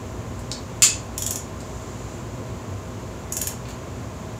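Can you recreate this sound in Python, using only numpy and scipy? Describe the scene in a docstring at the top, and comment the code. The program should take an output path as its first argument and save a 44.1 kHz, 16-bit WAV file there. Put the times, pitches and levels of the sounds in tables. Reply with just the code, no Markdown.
"""A click-type torque wrench tightens an engine bolt in a small garage, over hum, rumble and hiss.
The socket ticks twice as it takes the load. At 0.8 s the toggle slips and hammers the steel tube:
one loud ringing click. On the back swing the pawl skips five ratchet teeth. A second pull at 1.6 s
brings a faint socket tick and a soft swell of hiss. From 3.3 s the pawl skips four more teeth,
then the handle scuffs in the grip. Throughout, the microphone adds a peak near 7 kHz."""
import sys
import numpy as np
from scipy import signal
from scipy.fft import rfft, irfft
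from scipy.io import wavfile
from scipy.ndimage import uniform_filter1d

SR = 44100
rng = np.random.default_rng(int(sys.argv[2]) if len(sys.argv) > 2 else 0)


def to_wav(s):
    """Save 16-bit WAV."""
    ch = np.atleast_2d(s).T  # columns
    pcm = np.round(np.clip(ch, -1, 1) * 32767)  # PCM
    wavfile.write(sys.argv[1], SR, pcm.astype(np.int16))


N = 193599
BLOW_T_S = np.arange(SR // 2) / SR
SCENE_T_S = np.arange(N) / SR

# break-over crack: freq_hz, density_db
CRACK_SPECTRUM = [(400, -34), (850, -24), (1600, -17), (2100, -18), (2580, -8.5), (2950, -12.5),
                  (4100, -14), (4700, -7), (5500, -15), (7200, 0.5), (8100, -9), (8700, -12.5),
                  (10200, -19.5), (15500, -27)]
# ring of tube, socket and bolt, as heard: pitch_hz, level_db, t60_s
STEEL_MODES = [(2577, -18, .2), (2615, -16, .22), (2671, -18, .2), (3090, -16, .21), (4586, -15, .24),
               (4700, -14, .26), (4985, -13, .2), (6261, -13, .26), (6551, -11, .28), (6645, -3, .2),
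               (6963, -2, .32), (7038, 0, .26), (7160, -3, .27), (7346, -1, .24), (7456, -3, .21),
               (7945, -7, .22), (8145, -6, .2), (8416, -13, .24), (8961, -14, .22), (9582, -20, .18),
               (12540, -20, .13)]
# pawl drops off a tooth: start_s, level_db, hardness_db, socket_ring_db
PAWL_DROPS = [(1.1792, -29.5, 1, -8.5), (1.2220, -28.5, -4, -3), (1.2642, -27, -0.5, -5.5),
              (1.3078, -28, -0.5, -22), (1.3580, -31, -2, -10), (3.3230, -29, -6, -22),
              (3.368, -28, -1, -17), (3.415, -27, 4, -17), (3.4719, -28, 5, -18)]
# pawl tick resonances as heard, including the microphone's 7 kHz peak: pitch_hz, width_hz, level_db
PAWL_TICK_PEAKS = [(1740, 170, -14), (2780, 560, -15), (4500, 640, -15), (5750, 420, -3.5), (6890, 340, 4),
                   (7460, 550, -0.5), (7900, 250, -7.5), (10000, 410, -9.5), (10830, 390, -8),
                   (12550, 560, -4.5), (14050, 600, -13), (15150, 560, -14)]
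# socket shifts on the bolt: start_s, level_db, treble_db, decay_s
SOCKET_SHIFTS = [(0.3927, -49.5, 19, 0.0018), (0.5155, -31, -3, 0.0016), (1.6046, -47, 9, 0.0046)]
# socket tick: freq_hz, density_db
SOCKET_SPECTRUM = [(600, -29), (1800, -12.5), (3000, -13), (3800, -2.5), (4520, 1.5), (5250, 0), (6100, -6),
                   (7200, 0.5), (8150, -5), (8800, -16), (15500, -31)]
# handle scuffs in the grip: start_s, level_db, treble_db, decay_s
GRIP_SCUFFS = [(3.6532, -48.5, -21, 0.0054), (3.6861, -45, 5, 0.011), (3.7050, -46.5, 1, .006)]
# grip scuff: freq_hz, density_db
GRIP_SPECTRUM = [(600, -16), (1500, 2), (2800, 2), (3700, -1), (4500, 2), (5300, -7), (7200, 4),
                 (8800, -14), (15500, -18)]
# garage reverberation: freq_hz, t60_s
ROOM_DECAY = [(500, 0.28), (2100, 0.33), (5500, 0.31), (7200, 0.29), (10000, 0.21), (15000, 0.15)]
# swelling hiss: freq_hz, density_db
SWELL_SPECTRUM = [(2000, -12), (5500, -11), (7200, 0.5), (8800, -21), (15500, -30)]
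# mains and distant motor: pitch_hz, rms_db
HUM_LINES = [(119.4, -42.5), (241.5, -47.5), (361, -51), (398, -55.5), (518, -55.5), (638, -51),
             (1039, -55)]
# room rumble: freq_hz, density_db
RUMBLE_SPECTRUM = [(20, -32), (33, -18), (45, -17), (57, 4), (76, -3), (98, 4), (135, -5.5), (250, -6.5),
                   (300, -9), (430, -10.5), (800, -16), (1060, -15), (1400, -23.5), (1700, -50)]
# room hiss: freq_hz, density_db
HISS_SPECTRUM = [(820, -75), (1400, -1.5), (1780, -3.5), (1930, -5.5), (1990, -4), (2460, -6), (3870, -11),
                 (4230, -11), (5280, -13), (7140, -5), (8820, -21), (12700, -23.5), (14700, -26),
                 (15500, -25)]


def break_over(ring_db=-8):
    """The toggle slips and hammers the tube twice; the steel rattles and rings on."""
    force = strike(decay_s=0.0025, chatter_db=27, rebound_s=0.0083, rebound_db=-13.5)
    crack = garage(force, tail_db=4, build_s=0.012, echo_db=1.5, echo_decay_s=0.0071)
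    crack = colour(crack, lambda hz: lookup(CRACK_SPECTRUM, hz))
    ring = sum(gain(db - 60 * BLOW_T_S / t60_s) * np.sin(2 * np.pi * (hz * BLOW_T_S + rng.random()))
               for hz, db, t60_s in STEEL_MODES)
    return unit_energy(crack) + gain(ring_db) * unit_energy(ring)


def pawl(hardness_db, socket_ring_db, socket_hz=3390, spring_hz=9480, ring_width_hz=300):
    """The pawl snaps off a tooth and rebounds once; a harder snap is brighter and knocks more."""
    # each tooth seats differently
    peaks = [(hz * (1 + rng.normal(0, 0.008)), width_hz, db + rng.normal(0, 1))
             for hz, width_hz, db in PAWL_TICK_PEAKS]
    spring_db = -3.5 + 1.15 * hardness_db
    peaks += [(socket_hz, ring_width_hz, socket_ring_db), (spring_hz, ring_width_hz, spring_db)]
    knock_db = 1 + 0.95 * hardness_db
    tilt = [(3500, knock_db), (6000, 0), (10000, 0), (14000, hardness_db)]

    def tick_db(hz):
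        power = sum(gain(db) ** 2 / (1 + ((hz - pitch_hz) / width_hz) ** 2) ** 2
                    for pitch_hz, width_hz, db in peaks)
        return 10 * np.log10(power) + lookup(tilt, hz)

    force = strike(decay_s=0.0014, chatter_db=8.5, rebound_s=0.0019, rebound_db=-3)
    snap = garage(force, tail_db=-1.5, build_s=0.0032, echo_db=-6.5, echo_decay_s=0.0045)
    return colour(snap, tick_db)


def slip(spectrum, treble_db, decay_s):
    """Two surfaces slip and catch again: a small tick."""
    force = contact(decay_s, chatter_db=13)
    tick = garage(force, tail_db=-1.5, build_s=0.0041, echo_db=-4, echo_decay_s=0.0065)
    tilt = [(5000, 0), (11000, treble_db)]
    return colour(tick, lambda hz: lookup(spectrum, hz) + lookup(tilt, hz))


def strike(decay_s, chatter_db, rebound_s, rebound_db):
    """A contact and one rebound."""
    rebound = np.pad(contact(decay_s, chatter_db), (round(rebound_s * SR), 0))[:len(BLOW_T_S)]
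    return unit_energy(contact(decay_s, chatter_db)) + gain(rebound_db) * unit_energy(rebound)


def contact(decay_s, chatter_db):
    """Contact force: one impulse, then dying chatter."""
    chatter = rng.standard_normal(len(BLOW_T_S)) * np.exp(-BLOW_T_S / decay_s)
    force = gain(chatter_db) * unit_energy(chatter)
    force[0] += 1
    return force


def garage(force, tail_db, build_s, echo_db, echo_decay_s, echoes_per_s=1500):
    """Direct sound, quick echoes off the engine block, tail from the walls."""
    n = len(BLOW_T_S)
    hz, frame_s, bands = signal.stft(rng.standard_normal(n), SR, nperseg=256)
    bands *= gain(-60 * frame_s / lookup(ROOM_DECAY, hz)[:, None])
    tail = signal.istft(bands, SR, nperseg=256)[1][:n]
    tail *= 1 - np.exp(-BLOW_T_S / build_s)
    echoes = rng.standard_normal(n) * (rng.random(n) < echoes_per_s / SR)
    echoes *= BLOW_T_S * np.exp(-BLOW_T_S / echo_decay_s)
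    response = gain(tail_db) * unit_energy(tail) + gain(echo_db) * unit_energy(echoes)
    response[0] += 1
    return signal.fftconvolve(force, response)[:n]


def hiss_swell(start_s=1.57, end_s=2.25, fade_s=0.08, rms_db=-50):
    """Thin hiss fades in, holds, fades out."""
    envelope = np.clip(np.minimum(SCENE_T_S - start_s, end_s - SCENE_T_S) / fade_s, 0, 1)
    return gain(rms_db) * envelope * noise(SWELL_SPECTRUM)


def hum(waver_rad=0.97, waver_hz=10.5):
    """Mains and a distant motor: steady tones, each wavering in phase."""
    tones = np.zeros(N)
    for hz, rms_db in HUM_LINES:
        phase_rad = 2 * np.pi * (hz * SCENE_T_S + rng.random()) + waver_rad * drift(waver_hz)
        tones += gain(rms_db) * np.sqrt(2) * np.sin(phase_rad)
    return tones


def room_air(rumble_db=-34.08, hiss_db=-47):
    """Steady low rumble and faint hiss."""
    return gain(rumble_db) * noise(RUMBLE_SPECTRUM) + gain(hiss_db) * noise(HISS_SPECTRUM)


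def noise(spectrum):
    """Shaped noise, rms 1."""
    hz = np.fft.rfftfreq(N, 1 / SR)
    return unit_rms(irfft(rfft(rng.standard_normal(N)) * gain(lookup(spectrum, hz)), N))


def drift(rate_hz):
    """Slow random motion, rms 1."""
    hz = np.fft.rfftfreq(N, 1 / SR)
    return unit_rms(irfft(rfft(rng.standard_normal(N)) / (1 + (hz / rate_hz) ** 4), N))


def colour(blow, target_db):
    """Gives a blow the broad spectrum target_db(hz); minimum phase, so no pre-ring."""
    hz = abs(np.fft.fftfreq(4096, 1 / SR))
    power = uniform_filter1d(abs(rfft(blow)) ** 2, size=300)
    power = np.interp(hz, np.fft.rfftfreq(len(blow), 1 / SR), power / power.mean())
    magnitude = gain(target_db(hz)) / np.sqrt(power)
    log_response = np.conj(signal.hilbert(np.log(magnitude + 1e-5)))
    response = np.fft.ifft(np.exp(log_response)).real
    return signal.fftconvolve(blow, response[:2048])[:len(blow)]


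def lookup(curve, hz):
    """Interpolates on a log-frequency axis."""
    freq_hz, values = np.transpose(curve)
    return np.interp(np.log(hz + 1), np.log(freq_hz + 1), values)


def gain(db):
    return 10 ** (np.asarray(db) / 20)


def unit_rms(x):
    return x / np.sqrt(np.mean(x ** 2) + 1e-20)


def unit_energy(x):
    return x / (np.linalg.norm(x) + 1e-20)


def add(mix, blow, start_s, level_db):
    """Mixes in a blow; level_db is its rms over the first 40 ms."""
    span = mix[round(start_s * SR):][:len(blow)]
    span += gain(level_db) * blow[:len(span)] / np.std(blow[:SR // 25])


def scene():
    """Wrench over the garage background, mono."""
    mix = hum() + room_air() + hiss_swell()
    add(mix, break_over(), start_s=0.8213, level_db=-11)
    for start_s, level_db, hardness_db, socket_ring_db in PAWL_DROPS:
        add(mix, pawl(hardness_db, socket_ring_db), start_s, level_db)
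    for slips, spectrum in (SOCKET_SHIFTS, SOCKET_SPECTRUM), (GRIP_SCUFFS, GRIP_SPECTRUM):
        for start_s, level_db, treble_db, decay_s in slips:
            add(mix, slip(spectrum, treble_db, decay_s), start_s, level_db)
    return mix[None]


def record(dry, cutoff_hz=15650):
    """Soft clip near full scale, then low-pass."""
    clipped = dry / (1 + dry ** 6) ** (1 / 6)
    lowpass = signal.firwin(511, cutoff_hz, window=("kaiser", 9), fs=SR)
    return signal.oaconvolve(clipped, lowpass[None], "same")


dry = scene()
out = record(dry)
to_wav(out)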